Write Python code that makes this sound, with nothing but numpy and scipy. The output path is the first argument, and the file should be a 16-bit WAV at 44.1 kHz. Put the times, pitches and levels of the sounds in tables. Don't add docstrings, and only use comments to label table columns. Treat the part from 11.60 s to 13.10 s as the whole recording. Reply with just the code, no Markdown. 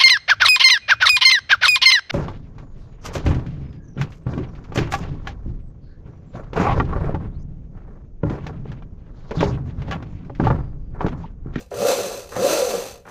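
import sys
import numpy as np
from scipy import signal
from scipy.fft import rfft, irfft, next_fast_len
from scipy.io import wavfile

SR = 44100
rng = np.random.default_rng(int(sys.argv[2]) if len(sys.argv) > 2 else 0)


def invert_db(level):
    return 10 ** (np.asarray(level, dtype=float) / 20)


def unload_wav(signal):
    wavfile.write(
        sys.argv[1],
        SR,
        np.round(np.clip(np.atleast_2d(signal).T, -1, 1) * 32767).astype(np.int16),
    )


N = 66150


def rms_one(x):
    return x / np.sqrt(np.mean(x ** 2) + 1e-20)


def coloured(white, spectrum):
    hz, db = np.transpose(spectrum)
    grid = np.arange(N // 2 + 1) * SR / N + 1
    gain = invert_db(np.interp(np.log(grid), np.log(hz), db))
    return rms_one(irfft(rfft(white) * gain, N))


def ring(force, hz, t60):
    r, w = invert_db(-60 / (t60 * SR)), 2 * np.pi * hz / SR
    return signal.lfilter([0, np.sin(w)], [1, -2 * r * np.cos(w), r * r], force + 1e-18)


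def peak(x, hz, width_hz):
    r = np.exp(-np.pi * width_hz / SR)
    top = np.array([1, 0, -1]) * (1 - r * r) / 2
    return signal.lfilter(top, [1, -2 * r * np.cos(2 * np.pi * hz / SR), r * r], x)


def without_lows(x, low_hz):
    return signal.sosfilt(signal.butter(4, low_hz, "high", fs=SR, output="sos"), x)


# (time [s], link rate [links/s], chain tick level [dB],
# frame load above the ticks [dB], tooth hum level [dB])
DRIVE = [(0, 65.4, -38.5, 8.5, -63), (0.096, 39, -75.5, -10, -68), (0.112, 46.5, -48.5, 22, -43),
         (0.159, 97.6, -39.5, 14, -38.5), (.225, 219, -33, 13.5, -39), (.285, 318, -26.5, 8.5, -45),
         (.378, 237, -30, 6, -41), (.51, 142, -35, 11, -51.5), (.605, 90, -38.5, 8, -50),
         (.69, 52, -48, 3.5, -48), (.76, 106.7, -37, 16.5, -35), (.845, 283, -30.5, 15, -34),
         (0.932, 327, -25.5, 8, -35), (1.025, 255, -30.5, 11.5, -61), (1.14, 201, -32, 8, -45),
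         (1.325, 60.6, -41, 5, -58), (1.445, 36, -67.5, 13, -53), (1.5, 69, -46.5, 13, -56)]


def throttle():
    time, *columns = np.transpose(DRIVE)
    return [np.interp(np.arange(N) / SR, time, column) for column in columns]


def links(rate):
    jitter, spread_db = 0.07, 3.5
    turns = np.cumsum(rate) / SR
    luck = rng.standard_normal((400, 30))[:int(turns[-1])]
    seated = np.arange(len(luck)) + 0.5 + jitter * luck[:, 0]
    at = np.interp(seated, turns, np.arange(N)).astype(int)
    return at, invert_db(spread_db * luck[:, 1]), luck[:, 2:]


# (frequency [Hz], level per Hz [dB])
RUSTLE = [(470, 3), (800, -6), (2190, -15), (2540, -15.5), (3140, -14.5), (6210, -11.5), (11000, -18),
          (13600, -17.5), (15600, -43)]
# (frequency [Hz], width [Hz], level [dB])
RINGS = [(2603, 153, -2), (3610, 110, -7), (4086, 67, 0.5), (4583, 61, -2), (5380, 63, -27), (5914, 59, 1),
         (6280, 55, 3), (6840, 60, -10), (7630, 37, -3.5), (8520, 30, -21), (9300, 140, -13),
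         (12100, 120, -10), (14400, 280, -13.5)]


def chain(at, size, rate):
    decay_s, bed = 0.0081, 0.55
    rustle_db, rings_db = 2.5, -5.5
    clicks = np.zeros(N)
    clicks[at] = size / np.sqrt(rate[at] * decay_s)
    gate = bed + signal.lfilter([1], [1, -np.exp(-1 / (decay_s * SR))], clicks)
    hiss = gate * coloured(rng.standard_normal(N), RUSTLE)
    rubbing = gate * rng.standard_normal(N)
    rings = 0
    for k, (hz, width_hz, db) in enumerate(RINGS):
        rings = rings + invert_db(db) * peak(rubbing, hz, width_hz) * (-1) ** k
    both = invert_db(rustle_db) * rms_one(hiss) + invert_db(rings_db) * rms_one(rings)
    both = without_lows(both, 520)
    return both - 0.53 * peak(both, 11260, 1300)


FRAME_LOW_HZ = 178
# (frequency [Hz], level [dB], time to fade 60 dB [s])
FRAME = [(207, -14.5, 0.088), (352, -63, .12), (406, -6.5, 0.13), (414.4, -10.5, 0.27), (471.5, -3, 0.15),
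         (509.5, 2, 0.12), (557.7, -2, 0.18), (581, -1, 0.054), (706, -5, 0.11), (780, -9.5, 0.061),
         (991, -22.5, 0.18), (1175, -12, 0.08), (1355, -7, 0.038)]


def frame_knocks(at, size, luck, rate, load_db):
    scrape_share, mode_spread, frame_db = 0.54, 0.89, -1
    slow_tilt_db = -1.5
    scrape = rng.standard_normal(N) * np.sqrt(200 / SR)
    slowing = np.clip(np.log2(200 / rate), -1, 2)
    total = 0
    for k, (hz, level_db, t60) in enumerate(FRAME):
        knocks = scrape_share * scrape
        chance = (0.5 + mode_spread * luck[:, k]) * (-1) ** k
        knocks[at] += np.sqrt(size) * chance * np.sqrt(200 / rate[at])
        push_db = load_db - 13.5 + slow_tilt_db * np.log2(hz / 500) * slowing
        total = total + invert_db(level_db) * ring(knocks * invert_db(push_db), hz, t60)
    return invert_db(frame_db) * without_lows(total, FRAME_LOW_HZ)


# (multiple of link rate, level under frame load [dB])
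WHINE = [(2, -17.5), (3, -20.5)]


def tooth_whine(rate, load_db):
    hz, width_hz = 522, 95
    phase = 2 * np.pi * np.cumsum(rate) / SR
    force = sum(invert_db(load_db + db + 18) * np.sin(order * phase) for order, db in WHINE)
    return peak(peak(force, hz, width_hz), hz, 2 * width_hz)


# (multiple of link rate, level [dB])
HUM_ORDERS = [(.5, -9), (1, -1)]
# (frequency [Hz], width [Hz], level [dB])
BOOM = [(118.5, 10, 4.5), (194.2, 39, 5), (323, 38, 5)]


def tooth_hum(rate, hum_db):
    phase = 2 * np.pi * np.cumsum(rate) / SR
    force = invert_db(hum_db + 3) * sum(invert_db(db) * np.sin(order * phase) for order, db in HUM_ORDERS)
    boom = sum(invert_db(db) * peak(force, hz, width_hz) for hz, width_hz, db in BOOM)
    return 0.15 * force + boom


def room_echo(x):
    t60_s, wall_cut_hz, room_db = 0.26, 6300, -15
    size = next_fast_len(N + SR)
    z = np.exp(-2j * np.pi * np.arange(size // 2 + 1) / size)
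    dull = np.exp(-2 * np.pi * wall_cut_hz / SR)
    echo = 0
    for k, lag in enumerate(rng.uniform(0.008, 0.03, 10) * SR // 1):
        loss = invert_db(-60 * lag / SR / t60_s)
        loop = loss * (1 - dull) / (1 - dull * z) * z ** lag
        echo = echo + (-1) ** k * loop / (1 - loop)
    return invert_db(room_db) * irfft(rfft(x, size) * echo, size)[:N]


# (frequency [Hz], level per Hz [dB])
FLOOR = [(20, -19), (27, 3.5), (36, -4), (55, 1), (130, -9.5), (210, -8), (330, -36.5), (15000, -48)]


def room_floor():
    return invert_db(-49) * coloured(rng.standard_normal(N), FLOOR)


# (time [s], peak level [dB])
JOLTS = [
    (0.113, -20),
    (0.216, -8),
    (0.246, -9),
    (0.287, -7.5),
    (0.384, -13.5),
    (0.842, -10),
    (0.924, -11.5),
    (1.135, -12.5),
    (1.167, -50),
]


def slack_jolts():
    smear_s, cut_hz, jolt_db = 0.004, 1230, -10.5
    time, db = np.transpose(JOLTS)
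    odds = rng.standard_normal((len(time), 14))
    total = 0
    for k, (hz, level_db, t60) in enumerate(FRAME):
        hits = np.zeros(N)
        late = smear_s * np.abs(odds[:, -1 - k])
        hits[((time + late) * SR).astype(int)] = invert_db(db + 3.5 * odds[:, k]) * (-1) ** k
        total = total + invert_db(level_db) * ring(hits, hz, t60)
    soft = signal.butter(2, cut_hz, fs=SR, output="sos")
    return invert_db(jolt_db) * without_lows(signal.sosfilt(soft, total), FRAME_LOW_HZ)


# (time [s], level [dB])
BITES = [
    (0.113, -37),
    (0.72, -32),
    (0.758, -30),
    (1.453, -41.5),
    (1.47, -43),
]


def motor_bites():
    attack_s, decay_s = 0.0015, 0.029
    t, shape = np.arange(N) / SR, 0
    for time, db in BITES:
        since = np.clip(t - time, 0, None)
        shape = shape + invert_db(db) * (1 - np.exp(-since / attack_s)) * np.exp(-since / decay_s)
    grit = rng.standard_normal(N) * (rng.random(N) < 1500 / SR)
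    band = signal.butter(3, [300, 1710], "band", fs=SR, output="sos")
    boom = invert_db(16) * peak(shape * rms_one(grit), 186, 30.0)
    return shape * rms_one(signal.sosfilt(band, grit)) + boom


def scene():
    rate, tick_db, load_db, hum_db = throttle()
    frame_db = tick_db + load_db
    at, size, luck = links(rate)
    drive = invert_db(tick_db) * chain(at, size, rate)
    drive = drive + frame_knocks(at, size, luck, rate, frame_db)
    drive = drive + tooth_whine(rate, frame_db) + tooth_hum(rate, hum_db)
    drive = drive + slack_jolts() + motor_bites()
    return (drive + room_echo(drive) + room_floor())[None]


def low_pass(x):
    return signal.sosfilt(signal.butter(12, 15730, fs=SR, output="sos"), x)


def record(dry):
    top_cut = signal.cheby2(N=10, rs=40, Wn=15850, fs=SR, output="sos")
    mix = signal.sosfilt(top_cut, dry)
    return low_pass(mix)


dry = scene()
out = record(dry)
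unload_wav(out)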